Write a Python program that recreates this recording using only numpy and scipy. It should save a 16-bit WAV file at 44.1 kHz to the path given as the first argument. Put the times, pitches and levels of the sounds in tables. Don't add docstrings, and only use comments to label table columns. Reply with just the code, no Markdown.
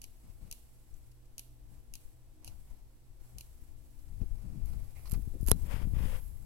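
import sys
import numpy as np
from scipy import signal
from scipy.fft import rfft, irfft, next_fast_len
from scipy.io import wavfile

SR = 44100
rng = np.random.default_rng(int(sys.argv[2]) if len(sys.argv) > 2 else 0)


def int16_out(signal):
    q = np.round(np.clip(np.atleast_2d(signal).T, -1, 1) * 32767)
    wavfile.write(sys.argv[1], SR, q.astype(np.int16))


N = 284445
TIME = np.arange(N) / SR


def amp(db):
    return np.exp(np.asarray(db) * np.log(10) / 20)


def unit_rms(x):
    return x / np.sqrt(np.mean(x ** 2, -1).max() + 1e-20)


def add(mix, start_s, sound):
    part = mix[:, max(round(start_s * SR), 0):][:, :sound.shape[1]]
    part += sound[:, :part.shape[1]]


def convolve(x, response):
    return signal.oaconvolve(x, response, axes=1)[:, :N]


def gains(colour, hz):
    knots_hz, *sides = np.transpose(colour)
    return amp([np.interp(np.log(abs(hz) + 1), np.log(knots_hz + 1), side) for side in sides])


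def tilted(colour, db_per_oct, pivot_hz=6000):
    return [(hz, *(np.array(sides) + db_per_oct * np.log2(hz / pivot_hz))) for hz, *sides in colour]


def wander(rate_hz):
    steps = rng.standard_normal(4096)
    return unit_rms(np.interp(2 * rate_hz * TIME, np.arange(len(steps)), steps))


def noise(colour, shared=0., grain_db=0.):
    size = next_fast_len(N, True)
    white = rng.standard_normal((2, size))
    grain = amp(grain_db * np.minimum(rng.exponential(1, size), 6))
    left, other = rfft(white * grain)
    hz = np.fft.rfftfreq(size, 1 / SR)
    coherence = np.clip(shared, 0, 1) / (1 + (hz / 900) ** 2)
    pair = np.array([left, coherence * left + np.sqrt(1 - coherence ** 2) * other])
    return unit_rms(irfft(pair * gains(colour, hz), size)[:, :N])


def ring(colour, size=2048):
    log_gain = np.log(gains(colour, np.fft.fftfreq(size, 1 / SR)))
    spectrum = np.exp(np.conj(signal.hilbert(log_gain)))
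    response = np.fft.ifft(spectrum).real[:, :size // 2]
    return response / abs(response).max()


def scatter(decay_s, size=2048):
    spray = rng.standard_normal((2, size)) * np.exp(-np.arange(size) / SR / decay_s)
    return spray / np.linalg.norm(spray, axis=1, keepdims=True)


def strokes(rows, attack_s, release_s):
    power = np.zeros(N)
    for start_s, length_s, db in rows:
        t = TIME - start_s
        rise = np.clip(t / attack_s, 0, 1)
        fall = np.exp(-np.maximum(t - length_s, 0) / release_s)
        power += (amp(db) * rise * fall) ** 2
    return np.sqrt(power)


def cavities(x):
    # centre in Hz, width in Hz, left and right depth (1 swallows the tone, 2 returns it late).
    resonances = [(2360, 380, 1.7, 1.8), (4110, 550, 1.4, 1.72), (4015, 55, 0.34, 2.8),
                  (5880, 1050, 1.9, 1.52), (10700, 3800, 1.96, 1.91)]
    for hz, width_hz, *depths in resonances:
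        held = signal.lfilter(*signal.iirpeak(hz, hz / width_hz, fs=SR), x + 1e-18)
        x = x - np.clip(depths, 0, 2)[:, None] * held
    return x


def room(floor_db=-57.0, waver_db=3.0):
    # frequency in Hz, left and right level in dB.
    floor_colour = [(20.3, -2.5, -5), (56, -14, -4.5), (89, -23, -28), (139, -32.5, -23.5),
                    (198, -32.5, -33.5), (272, -31, -29.5), (313, -27, -23.5), (368, -32.5, -30.5),
                    (463, -33.5, -38), (810, -38, -34.5), (1275, -46.5, -41.5), (3540, -46, -46.5),
                    (7600, -45.5, -47), (7800, -36, -45.5), (8250, -45.5, -48), (11200, -46.5, -41),
                    (15200, -48, -48.5)]
    hum_partials = [(120.6, -71.5, -65.5), (188, -94, -90.5), (239, -85.5, -77), (358.4, -92.5, -84.5),
                    (480, -91, -88), (535, -99, -95), (658, -99, -88)]
    # start in seconds, length in seconds, level in dB, pitch in Hz.
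    drones = [(1.424, 0.36, -76.5, 297), (2.114, 0.086, -77, 316), (2.31, 0.195, -72, 312.6),
              (3.577, 0.67, -76.5, 296.8)]
    out = amp(floor_db) * noise(floor_colour, shared=0.49)
    drift_rad = 0.51 * wander(4.9)
    for hz, left_db, right_db in hum_partials:
        tone = np.sqrt(2) * np.sin(2 * np.pi * (hz * TIME + rng.random()) + drift_rad)
        out += amp([[left_db], [right_db]]) * tone * amp(waver_db * wander(6.1))
    for *swell, hz in drones:
        tone = np.sqrt(2) * np.sin(2 * np.pi * hz * TIME + 1.17 * wander(11))
        out += strokes([swell], attack_s=0.039, release_s=0.02) * tone
    return out


def unrest():
    # time in seconds, level in dB.
    motion = [(0.0, -60), (0.36, -60.5), (1.26, -65.5), (1.76, -60), (2.22, -68), (2.45, -56.5),
              (2.95, -66), (3.3, -60.5), (3.75, -56), (3.87, -64), (4.04, -55), (4.31, -44.5), (4.67, -43),
              (4.85, -44), (5.46, -51), (5.6, -37), (5.84, -36.5), (6.34, -43.5), (6.45, -49)]
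    return amp(np.interp(TIME, *np.transpose(motion)))


def grip_rumble(shared):
    # frequency in Hz, left and right level in dB.
    colour = [(20.2, 0, -20), (40.3, -0.5, -26.5), (69, -5.5, -29.5), (120, -16.5, -23.5),
              (185, -29, -43.5), (297, -35.5, -45.5), (690, -51, -72), (2000, -67, -80)]
    return noise(colour, shared)


def skin_judder():
    # start in seconds, length in seconds, level in dB.
    judders = [(.21, 0.045, -51), (.4, 0.058, -50), (1.68, 0.04, -54), (1.9, 0.032, -58),
               (2.67, 0.051, -59), (3.3, .08, -57), (4.07, 0.07, -53), (4.41, 0.11, -42),
               (4.52, 0.058, -39), (4.69, 0.053, -42.5), (5.15, 0.049, -40.5), (5.5, 0.064, -34.5),
               (5.6, 0.494, -44.5)]
    # frequency in Hz, left and right level in dB.
    colour = [(50, 0.5, -16), (119, 2, -30), (200, -1, -27), (236, -10, -22), (288, -11.5, -26.5),
              (447, -32.5, -32.5), (1220, -48, -54.5), (4000, -70, -70)]
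    return strokes(judders, attack_s=0.038, release_s=0.034) * noise(colour, shared=0.48)


def finger_slide():
    # start and length in seconds, level in dB, rise and fade in seconds.
    slides = [(5.635, 0.086, -55.5, 0.045, 0.029), (5.677, 0.064, -47, 0.064, .04),
              (5.74, .095, -53.5, 0.032, .011), (5.939, 0.22, -52.5, 0.005, 0.021),
              (5.986, 0.074, -54, 0.042, .015), (6.099, 0.055, -55.5, 0.032, 0.044)]
    # frequency in Hz, left and right level in dB.
    colour = [(199, -27, -36), (400, -17, -42), (510, -2, -28), (690, -13.5, -33), (830, -9.5, -41),
              (1290, -15, -47), (2020, -14.5, -47), (3280, -19, -56), (3980, -28, -45), (5100, -24, -51),
              (5800, -30.5, -42), (7050, -32.5, -36), (12000, -28, -31), (15000, -41, -45)]
    envelope = sum(strokes([row], rise_s, fade_s) for *row, rise_s, fade_s in slides)
    return envelope * noise(colour, grain_db=1.5)


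def hand(rumble_db=7.0, drag_db=-53, tremor_hz=7, tremor_db=3.5, flutter_hz=45, flutter_db=1.4):
    # start in seconds, length in seconds, level in dB.
    brushes = [(0, 1.08, -70), (1.68, 0.076, -68.5), (1.98, 0.088, -66.5), (2.5, 0.23, -69),
               (3.19, 0.49, -68), (3.75, 1.63, -69.5), (4.63, 1.8, -67.5), (5.5, 0.22, -61.5),
               (6.0, 0.15, -57.5)]
    glides = [(4.655, 0.054, -66), (4.96, .09, -63), (5.05, 0.1, -59), (5.405, .09, -61),
              (5.55, 0.41, -64.5), (5.71, 0.022, -62), (5.97, 0.29, -58.5)]
    scuffs = [(.23, 0.083, -72.5), (.41, 0.12, -71), (1.7, 0.08, -77), (2.42, 0.12, -74.5),
              (2.67, 0.12, -75.5), (3.2, 0.2, -76.5), (4.211, 0.013, -64), (4.38, 0.54, -74.5),
              (4.645, 0.1, -72), (4.96, 0.2, -69), (5.138, 0.0037, -48), (5.48, 0.042, -54)]
    scrapes = [(4.95, 0.042, -64.5)]
    rasps = [(5.054, 0.022, -58), (5.108, 0.024, -65)]
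    # frequency in Hz, left and right level in dB.
    air = [(500, -18, -13), (1300, -9.5, -11.5), (3970, -13, -13.5), (6600, -9.5, -11), (7900, -2, -6.5),
           (8830, -7, -8.5), (11540, -12.5, 0.5), (12900, -10, -8), (15500, -24, -6)]
    fizz = [(5000, -35, -21), (8500, -22, -8.5), (11270, -16, 2.5), (13500, -21, -3), (15500, -22, -9.5)]
    palm = [(150, -9, -4.5), (540, 2.5, 2), (805, -1.5, 5), (1145, -5, -3.5), (1730, -17, -7.5),
            (2200, -4.5, -7), (3600, -15.5, -16), (4370, -8, -11), (7950, -20, -13.5), (15100, -22, -16)]
    thin = [(1490, -30, -30), (2070, -1, 4), (2530, 0.5, 0), (3320, -31, -15)]
    grit = [(600, -21, -21), (1070, -5, 3), (1610, -14, -14), (2400, -11, -5), (3640, -16, -16),
            (4340, 1, -11), (5600, -8, -8), (7500, -18, -23)]
    motion = unrest() * amp(tremor_db * wander(tremor_hz))
    rumble = amp(rumble_db) * motion * grip_rumble(shared=0.67)
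    judder = skin_judder()
    slide = finger_slide()
    brush = strokes(brushes, attack_s=0.028, release_s=0.072) * noise(air, grain_db=2.0)
    glide = strokes(glides, attack_s=0.016, release_s=0.11) * noise(fizz, grain_db=3.0)
    palm_gain = strokes(scuffs, attack_s=0.0023, release_s=0.011) + amp(drag_db) * np.sqrt(motion)
    scuff = palm_gain * noise(palm, shared=0.53, grain_db=3.0)
    scrape = strokes(scrapes, attack_s=0.0057, release_s=0.047) * noise(thin, grain_db=3.0)
    rasp = strokes(rasps, attack_s=0.0041, release_s=0.009) * noise(grit, shared=.5, grain_db=5)
    flutter = amp(flutter_db * wander(flutter_hz))
    return rumble + judder + glide + (slide + brush + scuff + scrape + rasp) * flutter


def push(width_s):
    u = 2 * np.arange(6000) / SR / width_s
    shape = u ** 2 * (1 - u / np.pi) * np.exp(-u)
    return shape / shape.max()


def finger_knocks(flesh_hz=480, wobble_db=-15, wobble_s=0.039, far_port_db=-31,
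                  nudges_per_s=7, nudge_s=0.016, nudge_db=14):
    # time in seconds, level in dB, pulse width in seconds.
    knocks = [(0.297, -35, 0.0066), (0.426, -33, 0.0074), (0.516, -41, 0.0062), (0.928, -37, 0.015),
              (1.912, -38, 0.016), (2.048, -36, 0.014), (2.705, -35, .011), (2.819, -39.5, 0.012),
              (3.208, -37.5, 0.0095), (3.361, -40, 0.0069), (3.62, -38.5, 0.0088), (3.982, -39.5, 0.012),
              (4.215, -18, 0.0056), (4.311, -25, 0.012), (5.128, -17.5, 0.0036), (5.159, -17, 0.0078),
              (5.176, -23.5, 0.0029), (5.193, -26.5, 0.0034), (5.274, -24, 0.003), (5.405, -25, 0.0036),
              (5.428, -20.5, 0.0028), (5.485, -22.5, 0.0011), (5.516, -10.5, 0.004), (5.74, -21, 0.0036),
              (5.764, -25, 0.0032), (5.814, -23, .003), (5.853, -26, 0.0028), (5.872, -17, 0.0036),
              (5.935, -24, 0.0025), (5.967, -24, .003), (6.004, -19.5, 0.0036), (6.037, -18, 0.0046),
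              (6.055, -22.5, .003)]
    pushes, wobble = np.zeros((2, N)), np.zeros(N)
    ports = amp([[0], [far_port_db]])
    for at_s, db, width_s in knocks:
        add(pushes, at_s, amp(db) * ports * push(width_s))
        wobble += amp(db + wobble_db) * np.exp(-abs(TIME - at_s) / wobble_s)
    nudges = (rng.random(N) < nudges_per_s / SR) * rng.uniform(-1.17, 1, N)
    pushes += convolve(amp(nudge_db) * ports * unrest() * nudges, push(nudge_s)[None])
    thumps = signal.sosfilt(signal.butter(4, flesh_hz, fs=SR, output="sos"), pushes)
    return thumps + wobble * grip_rumble(shared=0.59)


def phone_bumps():
    # start in seconds, length in seconds, level in dB.
    bumps = [(4.21, 0.022, -47.5), (5.335, 0.032, -48)]
    # frequency in Hz, left and right level in dB.
    colour = [(80, -14, -11), (202, 0, 5), (313, 1.5, 1.5), (495, -7, -6), (680, -28, -26),
              (1500, -61, -64)]
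    return strokes(bumps, attack_s=.003, release_s=.01) * noise(colour, shared=0.89)


def phone_case(snap_s=5.5155, snap_db=1, panel_db=-17, chatter_s=0.0022, afterslip_s=.006,
               afterslip_db=-15, ring_delay_s=0.000748, buzz_rad=0.65, buzz_hz=130):
    # time in seconds, level in dB, relative chatter and panel flex in dB.
    creaks = [(4.6583, -37, -2, -6), (5.0968, -32.5, 2, -1), (5.1118, -28.5, 4.5, -6),
              (5.1183, -23.5, 3, -5), (5.124, -29, -6, -6), (5.1362, -28, 3.5, -3),
              (5.4116, -35.5, -4, -13), (5.432, -37, -2, -15), (5.442, -37, -4, -18),
              (5.4646, -23, -10, -6.5), (5.474, -19.5, -1, -5), (5.479, -25.5, 4, 0), (5.482, -26, -7, 7),
              (5.4851, -11.5, -2.5, -0.5), (5.494, -20, -1.5, -7), (5.498, -16, -18.5, -17),
              (5.51, -17.5, -12, 3), (5.513, -13.5, -11, -20)]
    # frequency in Hz, left and right level in dB.
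    slip_colour = [(3600, -31, -25), (4350, -18, -10), (5600, -21, -7.5), (7500, -19, -6.5),
                   (8800, -20, -9), (11100, -27, 4), (12000, -28.5, 2), (14500, -33, -8),
                   (16300, -41, -22.5)]
    panel_colour = [(300, -0.5, -19), (1500, -2, -11), (3080, -3, 2.5), (4000, -23, -13),
                    (8000, -42.5, -37)]
    snap_colour = [(200, -7, -31), (523, -7.5, -11.5), (760, -10, -24), (1460, -9.5, -20),
                   (2300, -34.5, -30), (3080, -27, -28), (3500, -16, -11.5), (4330, -23, -14),
                   (4750, -33, -15.5), (5350, -11.5, -5), (6500, -13, -8.5), (7050, -24, -9.5),
                   (7960, -22, -8.5), (9800, -33, 2), (11300, -34, 7), (12600, -32, -15), (14100, -28, -10),
                   (16100, -32, -28.5)]
    # frequency in Hz, left and right level in dB, decay in seconds.
    hollow_modes = [(435, -15, -40, 0.0028), (1140, -24, -29.5, 0.0013), (1370, -20.5, -29, 0.0013),
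                    (3480, -19.5, -28.5, 0.00066), (4086, -58.5, -41, 0.0089)]
    slips, flexes, snap = np.zeros((3, 2, N))
    for at_s, db, chatter_db, flex_db in creaks:
        afterslip = afterslip_s * (.5 + rng.random()), afterslip_db
        for delay_s, weaker_db in (0, 0), afterslip:
            slip = amp(chatter_db) * scatter(chatter_s)
            slip[:, 0] += 1
            add(slips, at_s + delay_s, amp(db + weaker_db) * slip)
            add(flexes, at_s + delay_s, amp(db + weaker_db + flex_db + panel_db) * slip)
    add(snap, snap_s, amp(snap_db) * ring(snap_colour))
    out = cavities(snap + convolve(slips, ring(slip_colour)) + convolve(flexes, ring(panel_colour)))
    t = np.arange(4096) / SR
    for hz, left_db, right_db, decay_s in hollow_modes:
        phase = 2 * np.pi * hz * t + buzz_rad * wander(buzz_hz)[:len(t)]
        mode = np.sin(phase) * np.exp(-t / decay_s)
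        add(out, snap_s + ring_delay_s, -amp([[left_db], [right_db]]) * mode)
    return out


def bite_echoes(blows, table_db=-7, table_s=0.0051, room_db=-8.5, room_s=0.072):
    # frequency in Hz, left and right level in dB.
    colour = [(800, -27, -21), (1820, -18, -21), (2770, 1, -2), (3430, -4.5, -4), (4120, -3, -2),
              (4730, -7, -2.5), (5900, -3.5, -5), (8000, -0.5, -5.5), (11200, -5, 5), (12800, -4, 3.5),
              (15400, -10, -10)]
    tail = amp(table_db) * scatter(table_s, size=20000) + amp(room_db) * scatter(room_s, size=20000)
    return convolve(convolve(blows, tail), ring(colour))


def mantis_jaws(splinter_s=0.002, catch_splinter_db=-3, release_splinter_db=0, facing_db=-5,
                build_s=0.022, crumble_s=0.013, grind_db_per_oct=-3, nibble_s=0.0059, lag_s=.0005):
    # catch and release time in seconds, their levels in dB, their tilts in dB per octave,
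    # grinding level in dB.
    bites = [(0.017, 0.041, -28, -29.5, 0.46, -4, -58.5), (0.513, 0.5254, -22, -24, .5, -1, -60),
             (1.3811, 1.3939, -23, -25, -0.15, -2.3, -59), (1.9379, 1.954, -25, -29, -.5, -2, -59),
             (2.4456, 2.4768, -30, -29.5, 1, -4.5, -54), (3.384, 3.409, -25.5, -30, 2, -3, -61)]
    # time in seconds, level in dB.
    nibbles = [(.94, -44.5), (1.115, -45), (1.256, -50), (3.99, -46)]
    # frequency in Hz, left and right level in dB.
    click_colour = [(905, -23, -18), (1980, -32, -34), (2350, -6, -13), (2820, -0.5, -10), (3320, -11, -12),
                    (3560, -19, -27), (4180, -9.5, 0.5), (4680, 2.5, -10), (5100, -8, -2), (6000, 4, -8.5),
                    (8200, -9, -8), (9800, 0, -1), (10600, -9, -1.5), (11250, -12, 7.5), (12400, -24, -8),
                    (14700, -23, -5.5), (16500, -32, -12.5)]
    clicks, ticks, blows = np.zeros((3, 2, N))
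    grind_gain = np.zeros(N)
    for catch_s, release_s, catch_db, release_db, catch_tilt, release_tilt, grind_db in bites:
        catch = catch_s, catch_db, catch_tilt, catch_splinter_db
        release = release_s, release_db, release_tilt, release_splinter_db
        for at_s, db, tilt, splinter_db in catch, release:
            crack = amp([[splinter_db + facing_db], [splinter_db]]) * scatter(splinter_s)
            crack[:, 0] = 1
            add(clicks, at_s, amp(db) * convolve(crack, ring(tilted(click_colour, tilt))))
            add(blows, at_s, amp(db) * np.ones((2, 1)))
        t = TIME - release_s
        swell = np.exp(-abs(t) / np.where(t < 0, build_s, crumble_s))
        grind_gain += amp(grind_db) * (TIME > catch_s) * swell
    for at_s, db in nibbles:
        add(ticks, at_s, amp(db) * scatter(nibble_s))
    grinding = grind_gain * noise(tilted(click_colour, grind_db_per_oct), grain_db=3.5)
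    direct = cavities(clicks + convolve(ticks, ring(click_colour)) + grinding)
    direct[1] = np.roll(direct[1], round(lag_s * SR))
    return direct + bite_echoes(blows)


def scene():
    return mantis_jaws() + phone_case() + finger_knocks() + phone_bumps() + hand() + room()


def record(dry):
    lowpass = signal.firwin(301, 16000, window=("kaiser", 9), fs=SR)
    return signal.oaconvolve(np.clip(dry, -1, 1), lowpass[None], "same")


dry = scene()
out = record(dry)
int16_out(out)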